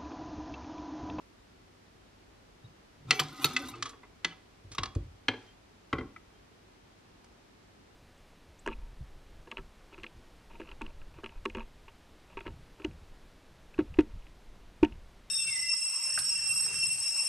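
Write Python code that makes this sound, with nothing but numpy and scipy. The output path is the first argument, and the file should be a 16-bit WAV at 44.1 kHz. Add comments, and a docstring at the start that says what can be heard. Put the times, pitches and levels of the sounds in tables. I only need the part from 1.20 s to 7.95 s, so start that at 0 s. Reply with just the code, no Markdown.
"""Faint room hiss with mains hum, then a dull thud and bursts of clacking hangers from a small closet.
Clothes are pushed along the rail: hangers clack as noise bursts and decaying modes, hooks scrape and
squeak amid brief high tones and noise bursts, and the rail rings as a bank of resonators. Thuds are low
panel, frame and air modes. Cloth rustles softly as a garment is drawn out; dense reflections put hangers
and thuds in the closet."""
import sys
import numpy as np
from scipy import signal
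from scipy.fft import rfft, irfft, next_fast_len
from scipy.io import wavfile

SR = 44100
rng = np.random.default_rng(int(sys.argv[2]) if len(sys.argv) > 2 else 0)


def to_wav(sig):
    """Store sig (one row per channel, or 1-D mono) as 16-bit WAV at the path in sys.argv[1].

    Samples outside -1..1 are clipped; the rate is SR.
    """
    pcm = np.clip(np.atleast_2d(sig), -1, 1) * 32767
    pcm = np.round(pcm).astype(np.int16)
    wavfile.write(sys.argv[1], SR, pcm.T)  # frames by channels


N = 297675
TIME_S = np.arange(N) / SR
CONTACT_ORDER = 3   # low-pass order of a blow's finite contact time

# hanger clacks: start_s, strength_db, brightness_db_per_octave, contact_cutoff_hz, base_t60_s, left_right_db,
# favoured modes [(pitch_hz, level_db over the strength), ..]
CLACKS = [(1.9077, -28, 3, 4950, 0.018, 0.0039, [(1370, -2.5), (1990, 0), (2160, -6), (2685, 3),
          (3050, -2.5), (3430, -7.5), (4170, 0), (4650, -7), (5750, -12.5), (7200, -12)]),
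          (1.9123, -38, -1, 3500, .035, 0, [(1400, -1.5), (1990, 4), (2350, 1.5), (4450, 0)]),
          (1.9235, -43, -1.5, 4500, .04, 0, [(1420, -12), (2400, -2), (6150, -5)]),
          (1.929, -48.5, 0.5, 5000, .09, 0, [(1100, -5.5), (2680, 0), (4400, -6.5)]),
          (1.993, -35.5, 0, 3600, 0.02, 0.1, [(2370, -1.5), (3030, 3), (3365, -1)]),
          (1.9961, -34, 1.5, 5200, 0.055, -0.0079, [(1222, -1), (1480, -7.5), (2000, -9.5), (3030, -16),
          (4549, -5.5), (7450, -5.5)]), (2.018, -57.5, 3, 3000, 0.042, 0, [(1010, 14.5), (1222, 2)]),
          (2.034, -58, 1.5, 7150, 0.019, 0.14, [(1500, -10), (4550, -5)]),
          (2.2433, -33, 1.5, 4870, 0.024, 1.33, [(1340, -2.5), (2627, 1.5), (3790, 7.5), (3930, -2),
          (4231, 2.5), (4580, -5), (6150, -9)]), (2.254, -45, 1, 13500, .06, -0.14, [(2110, -1.5),
          (4440, 8)]), (2.298, -63, -0.5, 4500, .04, 0, [(1230, -0.5), (2700, 1)]),
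          (2.333, -62.5, 3, 8980, 0.031, -.5, [(2300, -1.5), (5200, 3)]),
          (2.364, -35.5, 4.5, 3880, 0.046, -0.18, [(1250, -5.5), (1500, -7.5), (2013, 5.5), (2600, 2.5),
          (3450, -6), (4550, -5.5)]), (2.484, -69, 8, 10500, 0.089, -0.22, [(1017, 12.5), (3850, 17.5)]),
          (2.538, -56.5, -3, 3120, 0.35, 0.21, [(1232, 10.5), (2630, 3)]),
          (2.6244, -40, 3, 5240, 0.037, -0.15, [(1167, -0.5), (1700, -4.5)]),
          (2.655, -46, 1, 5200, 0.1, -0.45, [(1147, -2), (1255, -2)]),
          (2.691, -58, 0.5, 10970, 0.085, -0.14, [(2150, -12), (3950, -3)]),
          (2.731, -60.5, -3, 2480, 0.077, 0, [(1110, 3), (1890, -7)]),
          (2.832, -57, -1, 2220, 0.11, -0.5, [(1000, -2), (2040, -2)]),
          (3.0455, -32.5, 3.5, 3630, 0.034, -0.065, [(1700, -9.5), (2001, -2.5), (2560, -15.5), (3020, -7),
          (3650, -9.5), (4370, -6), (6400, -13)]), (3.109, -63.5, -1, 3340, 0.1, -0.23, [(2030, 1.5),
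          (3020, 9)]), (3.122, -61, -2.5, 3350, 0.06, -1.3, [(1300, 2), (2030, 1), (3450, -7)]),
          (3.5154, -54, 2, 5960, 0.14, -0.7, [(1182, -14), (4380, -10)]),
          (3.5483, -57.5, 2.5, 6120, 0.044, -0.16, [(1200, 5.5), (3200, -7.5)]),
          (3.582, -36, 1, 4070, 0.046, -0.25, [(1111, -2.5), (1900, -12), (2800, -5.5), (3770, -5.5),
          (4650, -22), (5350, -11)]), (3.633, -37.5, 2.5, 4330, 0.028, -0.65, [(1188, -1), (3380, -11)]),
          (3.6567, -46.5, 2.5, 4230, 0.028, -0.4, [(1140, -8), (4699, -13)]),
          (3.75, -57.5, -1.5, 9100, 0.047, -0.17, [(1150, -2.5), (3390, -8.5)]),
          (4.083, -31, 0, 3130, 0.034, 1.1, [(1480, -9.5), (1672, 0), (2150, -3), (2450, -5), (2875, -11),
          (3150, 2), (4080, -10), (4330, -11), (5900, -18)]), (4.112, -57.5, -2.5, 3500, .05, 0, [(2160, 4),
          (3150, -4)]), (4.135, -51.5, -4.5, 3246, 0.07, 0.19, [(1610, -1.5), (2150, -1.5), (3300, -8)]),
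          (4.7284, -34.5, 0.5, 2400, 0.042, 1.1, [(807, -14.5), (1120, -1), (1350, -2.5), (1580, -15),
          (1972, -1.5), (2090, -4), (3140, -12.5)]), (4.751, -61, -8, 2800, .05, 1.5, [(1373, 8),
          (2100, -7)]), (4.7835, -48.5, -7, 4510, 0.057, 1.15, [(1400, 1), (2044, 5.5), (3170, -6)]),
          (4.808, -50.5, 2, 1900, 0.044, 1.5, [(1080, 0), (1400, -4), (2040, -1)]),
          (4.962, -53, 6, 1767, 0.03, 2.04, [(1290, -1), (2000, -1.5), (2294, -2)]),
          (6.043, -67, -2, 10620, .03, -0.12, [(1137, -7.5), (4340, -12.5)])]
# strong bending modes of a hanger: pitch_hz, level_db
HANGER_MODES = [(870, -26.5), (1130, -10), (1410, -9), (1990, -7.5), (2640, -13.5), (3150, -15),
                (3830, -12.5), (4330, -12)]
# modes of the rail: pitch_hz, level_db, free_t60_s
RAIL_MODES = [(260, 2.5, 0.26), (273, 3.5, 0.56), (353.3, -1, .3), (436.2, -11, .2), (544.3, -17.5, 0.36),
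              (758, -4.5, 0.48), (1035, -3.5, 0.082), (1230, -2.5, 0.12), (1328, -7.5, 0.15),
              (1487, -8.5, 0.2494), (1989, -11.5, .2), (2150, -11, 0.16), (2336, -9, 0.36),
              (2780, -12, 0.1694), (3330, -11.5, .42), (3560, -9, .2), (3890, -12, .12), (4160, -13, 0.12),
              (4574, -14, 0.27), (5080, -15, 0.39), (6300, -16.5, 0.23)]
# spectrum of hooks on the rail: frequency_hz, relative_db (per Hz)
HOOK_SPECTRUM = [(7000, -27.5), (9300, 3), (11000, -3), (12800, 4), (15000, -17)]
# pushes that slide the hooks: start_s, length_s, level_db, attack_s
PUSHES = [(1.867, 0.21, -52, 0.037), (2.066, 0.22, -45.5, 0.19), (2.19, 0.048, -39.5, .06),
          (2.311, 0.14, -47.5, 0.026)]


def from_db(db):
    """Decibels to gain."""
    return np.exp(np.log(10) / 20 * np.asarray(db))


def rms_one(x):
    """Scale to unit power."""
    return x / np.sqrt(np.mean(x ** 2) + 1e-20)


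def at_hz(points, hz):
    """Read a spectrum on a log-frequency axis."""
    point_hz, value = np.transpose(points)
    return np.interp(np.log(hz), np.log(point_hz), value)


def band(x, low_hz, high_hz, order=2):
    """Causal band-pass."""
    return signal.sosfilt(signal.butter(order, [low_hz, high_hz], "band", fs=SR, output="sos"), x)


def add(out, start_s, sound):
    """Mix a sound in from start_s."""
    i = max(int(start_s * SR), 0)
    out[..., i:i + sound.shape[-1]] += sound[..., :N - i]


def dying(t_s, t60_s, rise_s):
    """A quick swell, then exponential decay."""
    return (1 - np.exp(-t_s / rise_s)) * np.exp(-np.log(1000) * t_s / t60_s)


def drift(per_s):
    """A smooth random wander between normally distributed knots."""
    knots = rng.standard_normal(6000)
    return np.interp(TIME_S * per_s, np.arange(len(knots)), knots)


def ring(drive, hz, t60_s):
    """One mode: a unit click sets a decaying sine of height 1 ringing."""
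    radius = from_db(-60 / (t60_s * SR))
    angle = 2 * np.pi * hz / SR
    feedback = [1, -2 * radius * np.cos(angle), radius * radius]
    return signal.lfilter([0, np.sin(angle)], feedback, drive + 1e-18)   # offset avoids denormals


def slips(per_s, spread_db):
    """Friction as a train of tiny slips of uneven size."""
    sizes = from_db(spread_db * np.minimum(rng.exponential(1, N), 4)) * rng.standard_normal(N)
    return rms_one(sizes * (rng.random(N) < per_s / SR))


def stereo(mid, side, alike):
    """Mix two independent noises into left and right of a given correlation."""
    return np.sqrt(1 + alike) * mid + np.sqrt(1 - alike) * side * [[1], [-1]]


def coloured(spectrum, likeness):
    """Stereo noise of a given colour and left-right correlation, unit power."""
    size = next_fast_len(N)
    hz = np.maximum(np.fft.rfftfreq(size, 1 / SR), 1)
    alike = np.clip(at_hz(likeness, hz), -1, 1)
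    mid, side = rfft(rng.standard_normal((2, size))) * from_db(at_hz(spectrum, hz))
    return rms_one(irfft(stereo(mid, side, alike), size)[:, :N])


def noise_bands(size, likeness):
    """Half-octave bands of stereo noise with their centres; together roughly white."""
    edges_hz = np.geomspace(20, 18000, 21)
    white = rng.standard_normal((2, 2, size))
    for k, (low_hz, high_hz) in enumerate(zip(edges_hz, edges_hz[1:])):
        hz = np.sqrt(low_hz * high_hz)
        mid, side = band(white[k % 2], low_hz, high_hz, order=3)
        alike = np.clip(at_hz(likeness, hz), -1, 1)
        yield hz, stereo(mid, side, alike) / np.sqrt(2)


def placed(x, pan_db, lag_samples_per_db=1.93):
    """A source off to one side reaches the far microphone weaker and a few samples later."""
    size = next_fast_len(len(x) + 64)
    half_lag = np.exp(1j * np.pi * np.arange(size // 2 + 1) / size * pan_db * lag_samples_per_db)
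    left = irfft(rfft(x, size) * half_lag, size)[:len(x)]
    right = irfft(rfft(x, size) * half_lag.conj(), size)[:len(x)]
    return np.array([left * from_db(pan_db / 2), right * from_db(-pan_db / 2)])


def at_ports(x):
    """The two microphone ports hear the treble out of step."""
    # phase by which left trails right: frequency_hz, lag_rad
    port_lag = [(60, 0), (400, .08), (1500, .24), (4000, .55), (6000, 1.2), (8000, 2.3), (14000, 2.1)]
    size = next_fast_len(N + 256)
    lag_rad = at_hz(port_lag, np.maximum(np.fft.rfftfreq(size, 1 / SR), 1))
    return irfft(rfft(x, size) * np.exp(.5j * lag_rad * np.array([[-1], [1]])), size)[:, :N]


def room_tone(hiss_rms_db=-59.22):
    """Steady coloured hiss with faint sine tones of mains hum."""
    # room hiss: frequency_hz, relative_db (per Hz)
    air = [(12, -36.5), (20, -16.5), (44, -2.5), (74, -8), (103, -11.5), (126, -10.5), (225, -8), (342, -9),
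           (372, -8), (550, -14), (687, -14), (768, -14), (5100, -26), (13100, -40.5), (15500, -54)]
    # mains hum: pitch_hz, rms_db
    mains = [(50, -78), (98, -71.5)]
    # left-right correlation: frequency_hz, correlation
    air_likeness = [(60, 1), (150, 0.74), (380, 0.094), (950, -0.2), (2380, 0.13), (5980, -0.034),
                    (15000, -0.2)]
    hum = sum(from_db(db) * np.sqrt(2) * np.sin(2 * np.pi * hz * TIME_S) for hz, db in mains)
    return from_db(hiss_rms_db) * coloured(air, air_likeness) + hum


def closet(x, build_s=0.00088):
    """Diffuse reflections, soon soaked up by the clothes."""
    # reverberation level: frequency_hz, level_db
    echo_db = [(150, -5), (350, -5.5), (800, -6.5), (2000, -16), (5000, -18), (12000, -13)]
    # reverberation time: frequency_hz, t60_s
    echo_t60_s = [(80, 0.62), (300, .4), (1500, 0.36), (4000, 0.4), (12000, 0.13)]
    t_s, echo = TIME_S[:SR // 2], 0
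    for hz, noise in noise_bands(len(t_s), [(300, 1.0), (2000, 0.85), (8000, .6)]):
        shape = dying(t_s, at_hz(echo_t60_s, hz), build_s)
        echo = echo + from_db(at_hz(echo_db, hz)) * noise * shape / np.sqrt(np.sum(shape ** 2))
    return signal.fftconvolve(x, echo, axes=1)[:, :N]


def rustle(grain=0.3):
    """Cloth slides over cloth in a soft, grainy swell."""
    # brushes as the garment is drawn out: start_s, length_s, level_db at mid-swell
    brushes = [(4.1, 0.26, -63)]
    # satin: frequency_hz, relative_db (per Hz)
    satin = [(500, -25.5), (1500, 3), (3200, -2), (5500, -5), (8000, -13), (15000, -37)]
    swell = 0
    for start_s, length_s, db in brushes:
        swell = swell + from_db(db) * np.sin(np.pi * np.clip((TIME_S - start_s) / length_s, 0, 1))
    texture = rms_one(np.exp(grain * drift(per_s=120)))
    return swell * texture * coloured(satin, [(1000, .8), (8000, .5)])


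def bumps(rattle=0.23, rattle_t60_s=0.214, lowest_hz=42):
    """A soft, cloth-padded blow rings a low panel mode among neighbours, the frame and the air in the closet."""
    # blows: start_s, level_db, panel_hz, panel_t60_s, rise_s, knock_db (frame over panel)
    blows = [(1.439, -32.5, 111, 0.096, 0.015, -28), (1.794, -45, 142, 0.27, 0.037, -4),
             (1.846, -29, 138, 0.14, 0.031, -15), (1.884, -34, 135, 0.26, 0.005, -13),
             (1.998, -21.5, 149.3, 0.18, 0.043, -22), (2.19, -47, 134, 0.37, 0.02, -4),
             (2.245, -28, 144, 0.12, 0.0051, -0.5), (2.432, -26.5, 114, 0.09, 0.038, -1),
             (2.514, -46, 114, 0.54, 0.02, -8), (2.581, -40, 114.3, 0.37, 0.023, -10),
             (3.048, -44.5, 170, 0.27, 0.0052, 4), (3.447, -36, 94.4, 0.1, 0.0049, -15),
             (3.509, -41.5, 104.6, 0.13, 0.0033, -8), (3.588, -22.5, 104.5, 0.042, 0.0044, -25),
             (3.614, -34.5, 90.3, 0.1, 0.004, -9.5), (3.7606, -17.5, 88.6, 0.051, 0.002, -13.5),
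             (3.845, -45, 72.4, .2, 0.0063, -20), (4.084, -38, 108.6, 0.32, 0.0029, 9.5),
             (4.732, -22.5, 121, 0.064, 0.0019, -1.5), (4.787, -29, 121, 0.061, 0.0043, -6.5),
             (4.811, -32.5, 104, 0.072, 0.0038, 0.5)]
    # closet frame: pitch_hz, level_db, t60_s
    frame = [(275, -2, 0.066), (301, 0, 0.09), (343.7, -8, 0.14), (435, -2.5, .06), (558, -13, 0.12)]
    boom_hz, boom_t60_s = 55.03, 0.3
    out, t_s = np.zeros(N), TIME_S[:SR // 2]
    for start_s, db, panel_hz, panel_t60_s, rise_s, knock_db in blows:
        # the further above the boom a panel lies, the less it stirs the air
        boom_db = 8 - 27.5 * np.log2(panel_hz / boom_hz)
        modes = [(panel_hz, 0, panel_t60_s), (boom_hz, boom_db, boom_t60_s)]
        modes += [(hz, knock_db + mode_db, t60_s) for hz, mode_db, t60_s in frame]
        tones = 0
        for hz, mode_db, t60_s in modes:
            tones = tones + from_db(mode_db) * np.sin(2 * np.pi * hz * t_s) * dying(t_s, t60_s, rise_s)
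        others = rms_one(band(rng.standard_normal(len(t_s)), panel_hz * 0.53, panel_hz * 1.4, order=3))
        add(out, start_s, from_db(db) * (tones + rattle * others * dying(t_s, rattle_t60_s, rise_s)))
    # small panels radiate no deep bass
    return signal.sosfilt(signal.butter(3, lowest_hz, "high", fs=SR, output="sos"), out)


def squeaks(waver=.005, shimmer_db=4.5):
    """A turning hook sticks and slips: one mode sings for a while, wavering in pitch and level. A faint brush
    of cloth is played the same way."""
    # squeaks and groans, the first row a faint brush of cloth: start_s, length_s, pitch_hz, level_db
    songs = [(1.44, 0.03, 3800, -61), (1.935, 0.08, 2300, -40), (1.912, 0.077, 6150, -51),
             (1.894, 0.19, 755, -46), (1.911, 0.096, 416, -47.5), (2.251, 0.33, 251.7, -46.5),
             (2.363, 0.11, 775, -55.5), (2.379, 0.11, 3505, -57), (2.386, 0.044, 551, -49),
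             (2.541, .09, 349.6, -50.5), (4.245, 0.081, 3160, -59.5), (4.783, 0.04, 3150, -55),
             (4.84, 0.089, 3150, -72.5), (5.1, 0.092, 3170, -74)]
    out = np.zeros(N)
    for start_s, length_s, hz, db in songs:
        size = int(length_s * SR)
        swell = np.sin(np.pi * TIME_S[:size] / length_s)
        phase = 2 * np.pi * np.cumsum(hz * (1 + waver * drift(per_s=150)[:size])) / SR
        add(out, start_s, swell * from_db(db + shimmer_db * drift(per_s=70)[:size]) * np.sin(phase))
    return out


def hook_hits(unevenness=.5):
    """Short, very high bursts of noise, randomly uneven in level, as metal meets metal."""
    # hooks striking and biting the rail: start_s, level_db, t60_s, rise_s
    strikes = [(1.907, -32.5, 0.018, 0.00098), (1.935, -44.5, .25, .03), (1.9957, -33.5, 0.056, 0.001),
               (2.128, -53, .04, .002), (2.215, -30.5, 0.15, 0.03), (2.2447, -22, 0.03, 0.0018),
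               (2.333, -43, 0.043, .002), (2.419, -48, 0.036, .001), (2.478, -43, 0.063, .002),
               (2.496, -45, 0.037, .002), (3.549, -50, 0.016, 0.00092)]
    level, t_s = np.zeros(N), TIME_S[:SR // 3]
    for start_s, db, t60_s, rise_s in strikes:
        add(level, start_s, from_db(db) * dying(t_s, t60_s, rise_s))
    flutter = rms_one(np.exp(unevenness * drift(per_s=700)))
    return level * flutter * coloured(HOOK_SPECTRUM, [(1000, .9), (12000, 0.6)])


def pushing(release_t60_s, follows=1.0):
    """Each push swells, holds and dies away; `follows` scales how far in dB weaker pushes lie below the top."""
    top_db = max(db for _, _, db, _ in PUSHES)
    level = 0
    for start_s, length_s, db, attack_s in PUSHES:
        attack = np.clip((TIME_S - start_s) / attack_s, 0, 1)
        release = np.exp(-np.log(1000) * np.maximum(TIME_S - start_s - length_s, 0) / release_t60_s)
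        level = np.maximum(level, from_db(top_db + follows * (db - top_db)) * attack * release)
    return level


def high_tones(per_s=170, level_db=-9.0, tilt_db_per_octave=-2.0, spread_db=4.5, t60_s=.045,
               low_hz=3300, high_hz=13000):
    """Brief high tones of random pitch, four at a time, scattered through the scrape."""
    push = pushing(release_t60_s=0.46)
    out, t_s = np.zeros(N), TIME_S[:SR // 8]
    draws = rng.random((170, 6))   # gap, size, four pitches
    starts_s = PUSHES[0][0] + np.cumsum(-np.log(draws[:, 0])) / per_s
    for start_s, (_, size, *pitches) in zip(starts_s, draws):
        if start_s < TIME_S[-1]:
            tones = 0
            for hz in low_hz * (high_hz / low_hz) ** np.array(pitches):
                tone_db = tilt_db_per_octave * np.log2(hz / low_hz)
                tones = tones + from_db(tone_db) * np.sin(2 * np.pi * hz * t_s)
            gain = push[int(start_s * SR)] * from_db(level_db + spread_db * (2 * size - 1))
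            add(out, start_s, gain * tones * dying(t_s, t60_s, rise_s=.0003))
    return out


def squeal(drive, hz=12550, t60_s=0.02085, rms_db=-1.5):
    """The wire of the hook rings very high as it rubs."""
    return from_db(rms_db) * rms_one(ring(drive, hz, t60_s))


def travelling(mode, bend, wander_db, per_s):
    """The moving weight of the hooks bends a mode's pitch; it swells and fades as they pass its nodes."""
    load = drift(per_s)
    bent = np.interp(TIME_S + np.cumsum(bend * load) / SR, TIME_S, mode)
    return bent * from_db(wander_db * load)


def sliding(hum_db=-8.0, sing_db=0.5, rub_db=-6.0, hiss_db=-12.5, grain=0.5, split_hz=600):
    """Hooks rub along the rail, ringing and damping its modes, with a grainy scrape and a fine hiss."""
    # rubbing noise: frequency_hz, relative_db (per Hz)
    rub_spectrum = [(290, -36.5), (500, -19), (557, 5), (592, -24.5), (773, -1.5), (841, -13), (1240, 1),
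                    (1640, -14.5), (3460, 1), (9000, -6), (11700, -59.5), (19800, -120)]
    hum = pushing(release_t60_s=0.92, follows=0.47)
    scrape = pushing(release_t60_s=0.61)
    hiss = pushing(release_t60_s=0.22, follows=1.9)
    # heavy low modes feel the even drag, light high ones each single slip
    drag, slip_train = rng.standard_normal(N), slips(per_s=3000, spread_db=3.5)
    heavy = band(drag, 200, 400)
    low, high = 0, 0
    for hz, db, t60_s in RAIL_MODES:
        drive = heavy if hz < split_hz else slip_train
        mode = rms_one(ring(drive, hz, min(t60_s, .11)))   # hooks damp the rail
        mode = from_db(db) * travelling(mode, bend=.03, wander_db=4.5, per_s=45)
        if hz < split_hz:
            low = low + mode
        else:
            high = high + mode
    catches = rms_one(np.exp(grain * (.5 * drift(per_s=60) + drift(per_s=420))))
    rub = from_db(rub_db) * scrape * coloured(rub_spectrum, [(1000, 0.79), (8000, 0.8)])
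    hook_noise = coloured(HOOK_SPECTRUM, [(1000, 0.72), (12000, 0.39)]) + squeal(drag)
    fine = from_db(hiss_db) * hiss * hook_noise
    humming = from_db(hum_db) * hum * rms_one(low)
    singing = from_db(sing_db) * scrape * rms_one(high)
    return humming + singing + catches * (rub + fine)


def force_db(hz, db, brightness_db_per_octave, contact_hz):
    """Spectrum of a blow: tilted about 2 kHz, falling steeply above the cut-off set by its contact time."""
    octaves = np.log2(hz / 2000)
    contact_loss_db = 10 * np.log10(1 + (hz / contact_hz) ** (2 * CONTACT_ORDER))
    return db + brightness_db_per_octave * octaves - contact_loss_db


def rail_ring(coupling_db=-11.0, tilt_db_per_octave=4.0, spread_db=1.9):
    """Every clack travels through the hook and rings the rail; the wire favours the treble."""
    out = np.zeros(N)
    for hz, mode_db, t60_s in RAIL_MODES:
        blows = np.zeros(N)
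        for start_s, db, brightness, contact_hz, *_ in CLACKS:
            blow_db = force_db(hz, db, brightness + tilt_db_per_octave, contact_hz) + rng.normal(0, spread_db)
            blows[int(start_s * SR)] = from_db(blow_db + mode_db + coupling_db)
        out += ring(blows, hz, t60_s)
    return out


def chatter(level_db=-10.5, t60_s=0.036):
    """While hooks slide, hangers nudge each other; each touch strikes their bending modes with new strengths."""
    touches = slips(per_s=400, spread_db=2.0)
    rattle = sum(from_db(db) * ring(touches * rng.standard_normal(N), hz, t60_s) for hz, db in HANGER_MODES)
    return from_db(level_db) * pushing(release_t60_s=0.35) * rms_one(rattle)


def softened(x, contact_hz):
    """The finite contact time rounds off the treble."""
    return signal.sosfilt(signal.butter(CONTACT_ORDER, min(contact_hz, 15000), fs=SR, output="sos"), x)


def at_level(x, rms_db, head_s=.02):
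    """Give the head of a clack this rms level."""
    return from_db(rms_db) * x / np.sqrt(np.mean(x[:int(head_s * SR)] ** 2) + 1e-20)


def narrow_noise(t_s, hz, knots_per_s=220):
    """A narrow band of noise about one pitch: strength and phase wander at random."""
    knots = rng.standard_normal((2, 64))
    sine, cosine = (np.interp(t_s * knots_per_s, np.arange(64), row) for row in knots)
    return sine * np.sin(2 * np.pi * hz * t_s) + cosine * np.cos(2 * np.pi * hz * t_s)


def clacks(crack_t60_s=0.0034, damping=0.1431, mode_life=0.72, longest_t60_s=.06, dense_db=0.5, modes_db=-4.5,
           detune=0.023, second_gain=0.67, rise_s=0.0016, linger=0.095, linger_t60_s=0.091):
    """Each contact: a hard crack, a wash of close damped modes, bending modes and lingering favoured ones."""
    # crowd of close hanger modes: low_hz, high_hz, level_db
    crowd = [(230.5, 480, -9.5), (439.6, 660, -25), (655.3, 1510, -6.5), (1547, 3000, -4.5),
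             (3043, 4900, -2.5), (5220, 9630, 3.5), (8070, 20000, 0)]
    out, t_s = np.zeros((2, N)), TIME_S[:SR // 6]
    for start_s, db, brightness, contact_hz, t60_s, pan_db, favoured in CLACKS:
        hit = np.zeros(len(t_s))
        for low_hz, high_hz, band_db in crowd:
            hz = np.sqrt(low_hz * high_hz)
            life_s = t60_s * (2000 / hz) ** damping   # high modes die sooner
            shape = dying(t_s, crack_t60_s, rise_s) + dying(t_s, life_s, rise_s)
            wash = band(rng.standard_normal(len(t_s)) * shape, low_hz, high_hz, order=4)
            wash_db = force_db(hz, db, brightness, contact_hz) + band_db + dense_db
            hit += at_level(softened(wash, contact_hz), wash_db)
        # the garment on a hanger damps the main ring
        ringing = dying(t_s, min(t60_s * mode_life, longest_t60_s), rise_s)
        for hz, mode_db in HANGER_MODES:
            # each mode is a close pair of tones, randomly detuned up or down, for a broader ring
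            first = np.sin(2 * np.pi * (hz * t_s + rng.random()))
            second_hz = hz * (1 + detune * rng.choice([-1, 1]))
            second = np.sin(2 * np.pi * (second_hz * t_s + rng.random()))
            bending_db = force_db(hz, db, brightness, contact_hz) + mode_db + modes_db
            hit += at_level((first + second_gain * second) * ringing, bending_db)
        for hz, mode_db in favoured:
            tail_shape = dying(t_s, linger_t60_s * min(1, 3000 / hz), rise_s)
            tail = linger * tail_shape * narrow_noise(t_s, hz)
            tone = np.sin(2 * np.pi * (hz * t_s + rng.random())) * ringing
            hit += at_level(tone + tail, db + mode_db)
        add(out, start_s, placed(hit, pan_db))
    return out


def scene(bump_wet_db=-6.0):
    """Hangers, rail, bumps and cloth in the closet, over the room tone."""
    hangers = clacks() + chatter()
    thuds = bumps()
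    echoes = closet(hangers + from_db(bump_wet_db) * thuds)
    rail = rail_ring() + sliding() + squeaks() + hook_hits() + high_tones()
    return at_ports(hangers + thuds + echoes + rail + rustle()) + room_tone()


def record(dry, ceiling=.58, cutoff_hz=14800):
    """The loudest peaks are rounded and the top is cut steeply."""
    rounded = dry / (1 + (dry / ceiling) ** 4) ** (1 / 4)
    return signal.sosfilt(signal.ellip(10, .1, 80, cutoff_hz, fs=SR, output="sos"), rounded)


dry = scene()
out = record(dry)
to_wav(out)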